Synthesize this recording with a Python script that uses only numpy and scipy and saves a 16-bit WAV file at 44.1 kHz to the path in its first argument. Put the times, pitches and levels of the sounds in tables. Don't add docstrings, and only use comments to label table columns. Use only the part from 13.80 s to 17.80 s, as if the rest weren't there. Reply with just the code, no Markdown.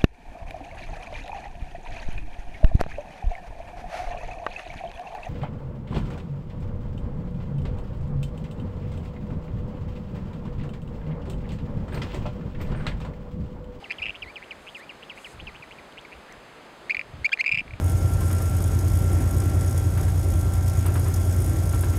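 import sys
import numpy as np
from scipy import signal
from scipy.io import wavfile
from scipy.ndimage import uniform_filter1d

SR = 44100
rng = np.random.default_rng(int(sys.argv[2]) if len(sys.argv) > 2 else 0)


def transcribe(signal):
    frames = np.atleast_2d(signal).T
    limited = np.clip(frames, -1, 1)
    pcm = np.round(limited * 32767).astype(np.int16)
    wavfile.write(sys.argv[1], SR, pcm)


def nominal_scale(level):
    x = np.asarray(level, float) / 20
    return 10 ** x


N = 176400

# (frequency [Hz], level per Hz [dB])
TOWN_SPECTRUM = [(76, -39), (130, -7.5), (571, -3.5), (741, -7), (1410, -9), (2410, -14), (2670, -17),
                 (5590, -24.5), (15500, -45.5)]
# (time [s], length [s], rms level [dB])
GUST_EVENTS = [
    (0.19, .14, -51.5),
    (0.363, 0.17, -50),
    (1.515, 0.283, -48.5),
    (1.95, 0.093, -60),
    (2.33, 0.095, -55),
    (3.096, 0.25, -58),
    (3.287, 0.18, -44.5),
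    (3.695, 0.37, -43.5),
]
# (time [s], peak level [dB], pitch [Hz])
THUMP_EVENTS = [
    (.21, -37.5, 70),
    (0.47, -40.5, 65.7),
    (1.592, -40, 70),
    (1.806, -40.5, 128),
    (3.342, -29.5, 120),
    (3.419, -33.5, 88),
    (3.741, -27, 124),
    (3.778, -31, 128),
    (3.816, -31.5, 230),
    (3.94, -24.5, 91.5),
]
# (time [s], length [s], rms level [dB])
FIZZ_EVENTS = [
    (.8, 0.22, -63.5),
    (0.963, 0.0416, -61.5),
    (1.351, 0.203, -56.5),
]
# (time [s], peak level [dB], pitch [Hz])
TICK_EVENTS = [
    (0.12, -35, 4800),
    (2.123, -41.5, 3170),
    (2.212, -46, 5900),
    (2.524, -40, 6100),
    (.025, -37, 800),
]
# (time [s], length [s], peak level [dB])
FALLING = [(0.04, 0.028, -36), (.183, 0.032, -34), (0.42, 0.031, -32), (0.556, 0.033, -31.5),
           (0.707, 0.027, -33), (0.946, 0.041, -33), (1.092, 0.03, -34), (1.296, 0.036, -35),
           (1.444, 0.036, -33), (1.668, 0.037, -33), (1.823, 0.024, -36), (1.984, 0.02, -38.5),
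           (2.249, .014, -41)]
# (time [s], length [s], peak level [dB], start pitch [Hz], end pitch [Hz])
RISING = [
    (0.868, 0.0347, -31.5, 2290, 3310),
    (0.621, 0.027, -33.5, 1750, 2940),
    (1.224, 0.018, -33.5, 2300, 3330),
    (1.371, 0.023, -34.5, 1950, 2750),
    (1.594, 0.021, -31, 2240, 3440),
    (1.743, 0.025, -36, 1900, 3180),
    (1.909, 0.0204, -35, 2000, 3190),
    (2.173, 0.024, -34, 1970, 3450),
    (2.318, 0.023, -34.5, 2080, 2785),
]
# (time [s], length [s], peak level [dB], start pitch [Hz], end pitch [Hz])
SLURRED = [
    (0.459, 0.051, -44, 1936, 2370),
    (0.991, 0.054, -45.5, 1620, 2610),
    (2.484, .035, -49.5, 1686, 2180),
    (2.519, 0.027, -49, 2150, 1494),
]
# (time [s], peak level [dB], pitch [Hz], half width [ms])
OPENING_PIPS = [(0.1001, -31, 2450.0, 1), (0.1067, -19.5, 2250, 0.57), (0.1097, -22, 2296, 0.5),
                (0.1114, -19, 2290, 0.55), (0.1134, -19, 2480, 0.87), (0.1172, -26.7, 2510, 1.0),
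                (0.1193, -34, 2580, 0.47), (0.1228, -21, 2540, 0.36), (0.1318, -36.5, 3150, 1.3),
                (0.142, -35, 2200, 0.41), (0.231, -19, 2720, 0.79), (0.2353, -35, 2730, 1.5),
                (0.2391, -20, 2710, 0.86), (0.2476, -27, 2620.0, 1.3), (0.2573, -17.5, 2550, 0.66),
                (0.2606, -33, 2450.0, 0.53), (0.2656, -16.5, 2610, 0.48), (0.2674, -24, 2540, 0.58),
                (0.2692, -25, 2660, 0.47), (0.2753, -26, 2585, 0.36), (0.2784, -32.6, 2740, 0.93),
                (0.2849, -21.3, 2560, 0.42), (0.2876, -34, 2440, 0.7), (0.2955, -19, 2627, 1.1),
                (0.3055, -21, 2740, 0.49), (0.3455, -33, 2330, 0.66), (0.3515, -31, 2660, 0.77),
                (0.3566, -28.5, 2940.0, 0.47), (0.3618, -34, 3100, 0.7), (0.3675, -38, 2900, 0.6)]
LATER_PIPS = [(3.0973, -17, 2072, 0.71), (3.1, -17.7, 2226, 1.01), (3.1027, -18.5, 2184, 1.2),
              (3.1069, -13.5, 2333, 1.07), (3.1106, -13.5, 2450.0, 0.83), (3.12, -18.5, 2420.0, 1.1),
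              (3.1473, -15, 2254, 0.89), (3.1484, -23, 2370, 0.21), (3.151, -18.5, 2140, 0.81),
              (3.154, -31.4, 2300.0, 0.43), (3.1691, -14, 2410, 0.63), (3.171, -30, 2475, 0.92),
              (3.1743, -41, 2440, 0.98), (3.1944, -13.5, 2365, 0.7), (3.2135, -18.5, 2276, 0.44),
              (3.4612, -13, 2470, 0.74), (3.4645, -15, 2450.0, 1.3), (3.4703, -37, 2360.0, 0.89),
              (3.493, -23.5, 1910, 0.41), (3.5311, -10, 2292, 0.93), (3.5339, -11.5, 2410, 1.1),
              (3.538, -12, 2580, 0.91), (3.5414, -28, 2560, 0.7), (3.5463, -38, 2450, 0.86),
              (3.5748, -23, 2060, 0.52), (3.5885, -24, 2084, 0.26), (3.5926, -22, 2140, 0.79),
              (3.616, -32, 2620, 0.65), (3.909, -29.5, 2300, 0.8), (3.9371, -27.5, 2340, 0.62)]
LONG_RATTLE_PIPS = [(3.6426, -16.5, 2170, 0.66), (3.6443, -31, 2240, 0.78), (3.6477, -17.5, 2324, 0.58),
                    (3.6498, -31, 2280, 0.6), (3.657, -29, 2520.0, 0.7), (3.6623, -11.5, 2450.0, 0.94),
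                    (3.666, -11, 2345, 1.2), (3.669, -10.5, 2470, 1.08), (3.6733, -25, 2430, 0.8),
                    (3.6796, -10, 2430.0, 1.15), (3.6847, -34, 2340, 0.77), (3.6929, -10.5, 2440.0, 0.83),
                    (3.6946, -25, 2395, 1.2), (3.6987, -34, 2300, 0.4), (3.7114, -27, 2550, 0.37),
                    (3.7162, -11.5, 2484, 0.87), (3.7211, -10.5, 2450.0, 1.1), (3.725, -9.5, 2530, 0.93),
                    (3.729, -31, 2490.0, 1.18), (3.735, -15, 2405, 1), (3.7388, -39, 2370.0, 0.71),
                    (3.7462, -11.5, 2520.0, 0.84), (3.7508, -13, 2530, 0.85), (3.755, -13, 2446, 0.85),
                    (3.758, -25, 2450.0, 0.3), (3.768, -28.0, 2640.0, 0.74), (3.773, -22, 2200, 0.48),
                    (3.7755, -10, 2430, 0.85), (3.7783, -26, 2480, 0.79), (3.7861, -11.5, 2600.0, 0.56),
                    (3.7882, -27, 2570, 0.69), (3.7906, -21, 2560, 0.74), (3.7942, -13, 2484, 0.89),
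                    (3.7978, -24.3, 2430, 0.79), (3.8, -32.5, 2500, 0.63), (3.8045, -20, 2450.0, 0.61),
                    (3.8073, -18.5, 2530, 0.54), (3.8096, -38, 2560.0, 0.57)]
# (time [s], peak level [dB], pitch [Hz], half width [ms])
STRAY_PIP = (3.88, -32, 2258, .6)
# (time [s], pitch [Hz], rms level [dB])
HELD_NOTES = [
    [(.217, 2460, -42), (.222, 2460, -25), (.2285, 2590, -21.5)],
    [(3.444, 1954, -32), (3.4475, 2216, -16), (3.4495, 2206, -22), (3.456, 2294, -14.5),
     (3.4595, 2430, -22.5)],
    [(3.518, 1534, -35.5), (3.529, 1677, -24.5)],
    [(3.594, 2030, -23.5), (3.601, 2100, -21.5), (3.606, 2122, -19.5), (3.61, 2340, -15.5),
     (3.6135, 2680, -16)],
]
# (time from [s], octave gain [dB], higher overtone gain [dB])
BILL_OPENING = [
    (0, 3.5, -8),
    (.2, -5.5, -11),
    (3.0, -2, -3),
    (3.4, 0.2, 2),
    (3.635, -2.5, -2.5),
]
OVERTONE_LEVELS = [-1.5, -5.5, -10.5]
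# (frequency [Hz], width [Hz], depth [0-1])
MIC_NOTCHES = [
    (5664, 790, 0.9),
    (6940, 210, 1),
]

TOWN_DB, CALM_DB = -47.5, -60.5
THUMP_CYCLES = 0.43
FIZZ_HZ, FIZZ_WIDTH_HZ = 6850, 5500
TICK_CYCLES, TICK_SNAP_DB = 8, 8
FALL_TOP_HZ, FALL_END_HZ, FALL_BEND = 2940, 1750, 1.1
FALL_PEAK, FALL_FADE_DB, FLUTTER = 0.09, 18.5, 0.25
HOOK_HZ, HOOK_S = 767, 0.00204
RISE_TRILL_HZ, RISE_TRILL, RISE_BEND = 189, 0.15, 0.8
WHISTLE_OCTAVE_DB, SLUR_OCTAVE_DB, OCTAVE_UNDER_HZ = -1, 2.5, 2750
WOBBLE, ROUGH_DB = 0.02, 1.6
PIP_RISE, PIP_FALL, PIP_SCOOP = 0.79, 1.06, 0.05
NOTE_EDGE_S = 0.0012
THROAT_HZ, THROAT_WIDTH_HZ, THROAT_STEEP = 2450, 940, 1.51
RASP_DB = -17
LOUD_DB, BRIGHTEN = -12.5, 0.27
RING_DB, RING_WIDTH_HZ, RING_LATE_S = -6.5, 170, 0.001783
ECHO_DB, ECHO_T60_S, AIR_HZ = -14.5, 0.033, 9360
AGC_DB, AGC_SHARE, AGC_S = -36, 0.19, 0.28


def band(x, hz, width_hz):
    return signal.lfilter(*signal.iirpeak(min(hz, .45 * SR), hz / width_hz, fs=SR), x)


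def noise():
    return rng.standard_normal(N)


def unit(x):
    return x / np.sqrt(np.mean(x ** 2))


def walk(rate):
    k = int(SR / rate)
    steps = np.repeat(rng.standard_normal(N // k + 1), k)
    return 1.5 * uniform_filter1d(uniform_filter1d(steps, k), k)[:N]


def add(out, start_s, x):
    i = max(int(start_s * SR), 0)
    out[i:i + len(x)] += x[:N - i]


def town():
    out, swell = 0, walk(0.75)
    spectrum_hz, spectrum_db = np.transpose(TOWN_SPECTRUM)
    for hz in 150 * 2 ** np.arange(0, 7, .5):
        db = np.interp(np.log(hz), np.log(spectrum_hz), spectrum_db)
        db = db + .5 * swell + .7 * walk(9)
        out = out + nominal_scale(db) * band(band(noise(), hz, hz / 1.5), hz, hz / 1.5)
    return unit(out) * nominal_scale(TOWN_DB)


def wind():
    size = np.full(N, nominal_scale(CALM_DB))
    for s, length, db in GUST_EVENTS:
        arch = np.abs(np.sin(np.linspace(0, np.pi, int(length * SR))))
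        add(size, s, nominal_scale(db) * arch ** 0.63)
    lumpy = noise() * nominal_scale(3.06 * walk(60))
    out = unit(band(band(lumpy, 46, 76), 58, 280)) * size
    for s, db, hz in THUMP_EVENTS:
        cycles = np.arange(-2, 2, hz / SR)
        swing = np.cos(2 * np.pi * cycles) * np.exp(-.5 * (cycles / THUMP_CYCLES) ** 2)
        add(out, s - 2 / hz, -nominal_scale(db) * swing)
    return out


def water():
    out = np.zeros(N)
    grains = noise() * nominal_scale(0.85 * walk(300))
    fizz = unit(band(band(grains, FIZZ_HZ, FIZZ_WIDTH_HZ), FIZZ_HZ, FIZZ_WIDTH_HZ))
    for s, length, db in FIZZ_EVENTS:
        u = np.linspace(0, 1, int(length * SR))
        shape = u ** 0.24 * np.clip(8 - 8 * u, 0, 1)
        add(out, s, nominal_scale(db) * shape * fizz[int(s * SR):][:len(u)])
    for s, db, hz in TICK_EVENTS:
        cycles = np.arange(0, 5 * TICK_CYCLES, hz / SR)
        snap = nominal_scale(TICK_SNAP_DB) * band(band(rng.standard_normal(len(cycles)), hz, hz / 2), hz, hz)
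        decay = np.clip(cycles, 0, 1) * np.exp(-cycles / TICK_CYCLES)
        add(out, s, nominal_scale(db) * decay * (np.sin(2 * np.pi * cycles) + snap))
    return out


def throat(hz):
    detune = (hz / THROAT_HZ - THROAT_HZ / hz) * THROAT_HZ / THROAT_WIDTH_HZ
    return (1 + detune ** 2) ** (-THROAT_STEEP / 2)


def whistle(out, s, hz, size, octave_db, wobble, rough):
    i = slice(int(s * SR), int(s * SR) + len(hz))
    phase = 2 * np.pi * np.cumsum(hz * (1 + WOBBLE * wobble[i])) / SR
    octave = nominal_scale(octave_db) * throat(2 * hz) * (hz < OCTAVE_UNDER_HZ) * np.sin(2 * phase)
    add(out, s, size * nominal_scale(ROUGH_DB * rough[i]) * (np.sin(phase) + octave))


def piper():
    out, chance = np.zeros(N), (walk(400), walk(300))
    for s, length, db in FALLING:
        u = np.linspace(0, 1, int(length * SR))
        drop_hz = (FALL_TOP_HZ - FALL_END_HZ) * min(length / .03, 1)
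        hook_hz = HOOK_HZ * min(length / 0.0317, 1) ** 2 * np.exp(-u * length / HOOK_S)
        hz = FALL_END_HZ + drop_hz * (1 - u ** FALL_BEND) + hook_hz
        fade = nominal_scale(db - FALL_FADE_DB * np.clip(u - .16, 0, 1) ** 1.35)
        flutter = 1 - FLUTTER * np.cos(2 * np.pi * RISE_TRILL_HZ * length * u)
        size = np.clip(u / FALL_PEAK, 0, 1) * fade * flutter * np.clip(10 - 10 * u, 0, 1)
        whistle(out, s, hz, size, WHISTLE_OCTAVE_DB, *chance)
    for s, length, db, from_hz, to_hz in RISING:
        u = np.linspace(0, 1, int(length * SR))
        beat = RISE_TRILL_HZ * length * u % 1 / RISE_TRILL
        pulse = np.e * beat * np.exp(-beat)
        hz = from_hz + (to_hz - from_hz) * u ** RISE_BEND
        hz = hz * (1 + PIP_SCOOP * np.tanh(beat - 1))
        size = nominal_scale(db) * np.abs(np.sin(np.pi * u ** 0.6)) ** 0.58 * pulse
        whistle(out, s, hz, size, 2 * WHISTLE_OCTAVE_DB - 10, *chance)
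    for s, length, db, from_hz, to_hz in SLURRED:
        u = np.linspace(0, 1, int(length * SR))
        size = nominal_scale(db) * np.abs(np.sin(np.pi * u)) ** 0.093
        octave_db = SLUR_OCTAVE_DB + db - SLURRED[0][2]
        whistle(out, s, from_hz + (to_hz - from_hz) * u, size, octave_db, *chance)
    return out


def voice(s, hz, size):
    phase = 2 * np.pi * np.cumsum(hz) / SR
    _, octave_db, upper_db = [row for row in BILL_OPENING if row[0] <= s][-1]
    effort = (size / nominal_scale(LOUD_DB)) ** BRIGHTEN
    tone = np.sin(phase)
    for k, db in enumerate(OVERTONE_LEVELS):
        gain = nominal_scale(db + (upper_db if k else octave_db)) * effort
        tone = tone + gain * throat((k + 2) * hz) / throat(hz) * np.sin((k + 2) * phase)
    breath = band(rng.standard_normal(len(hz)), THROAT_HZ, THROAT_HZ)
    return size * (tone + nominal_scale(RASP_DB) * band(breath, 2600, 2400))


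def grebe():
    out, t = np.zeros(N), np.arange(-250, 250) / SR
    for s, db, hz, ms in [*OPENING_PIPS, *LATER_PIPS, *LONG_RATTLE_PIPS, STRAY_PIP]:
        u = t / (ms * .001)
        shape = np.exp(-.5 * (u / np.where(t < 0, PIP_RISE, PIP_FALL)) ** 2)
        scooped_hz = hz * (1 + PIP_SCOOP * np.tanh(u / 2))
        add(out, s + t[0], voice(s, scooped_hz, nominal_scale(db) * shape))
    for note in HELD_NOTES:
        s, hz, db = np.array(note).T
        u = np.arange(s[0], s[-1] + NOTE_EDGE_S, 1 / SR)
        edge = np.clip(np.minimum(u - u[0], u[-1] - u) / NOTE_EDGE_S, 0, 1)
        size = np.sqrt(2) * edge * nominal_scale(np.interp(u, s, db))
        add(out, s[0], voice(s[0], np.interp(u, s, hz), size))
    ring = band(out, THROAT_HZ, RING_WIDTH_HZ)
    return out + nominal_scale(RING_DB) * np.roll(ring, int(RING_LATE_S * SR))


def lake(x):
    t = np.arange(int(.06 * SR)) / SR
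    echo = rng.standard_normal(len(t)) * nominal_scale(-60 * t / ECHO_T60_S) * np.clip(t / 0.0032, 0, 1)
    echo = echo / np.sqrt(np.sum(echo ** 2))
    x = x + nominal_scale(ECHO_DB) * signal.fftconvolve(band(x, THROAT_HZ, THROAT_HZ), echo)[:N]
    return signal.sosfilt(signal.butter(4, AIR_HZ, fs=SR, output="sos"), x)


def scene():
    return (town() + wind() + water() + lake(piper() + grebe()))[None]


def top_cut(x):
    return signal.sosfilt(signal.butter(12, 15800, fs=SR, output="sos"), x)


def record(dry):
    x = dry[0]
    for hz, width_hz, depth in MIC_NOTCHES:
        x = x - min(depth, 1) * band(x, hz, width_hz)
    x = signal.sosfilt(signal.ellip(8, .2, 70, 15750, fs=SR, output="sos"), x)
    keep = np.exp(-1 / (AGC_S * SR))
    power = signal.lfilter([1 - keep], [1, -keep], x ** 2)
    gain = (1 + power / nominal_scale(AGC_DB) ** 2) ** (-AGC_SHARE / 2)
    return top_cut((x * gain)[None])


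dry = scene()
out = record(dry)
transcribe(out)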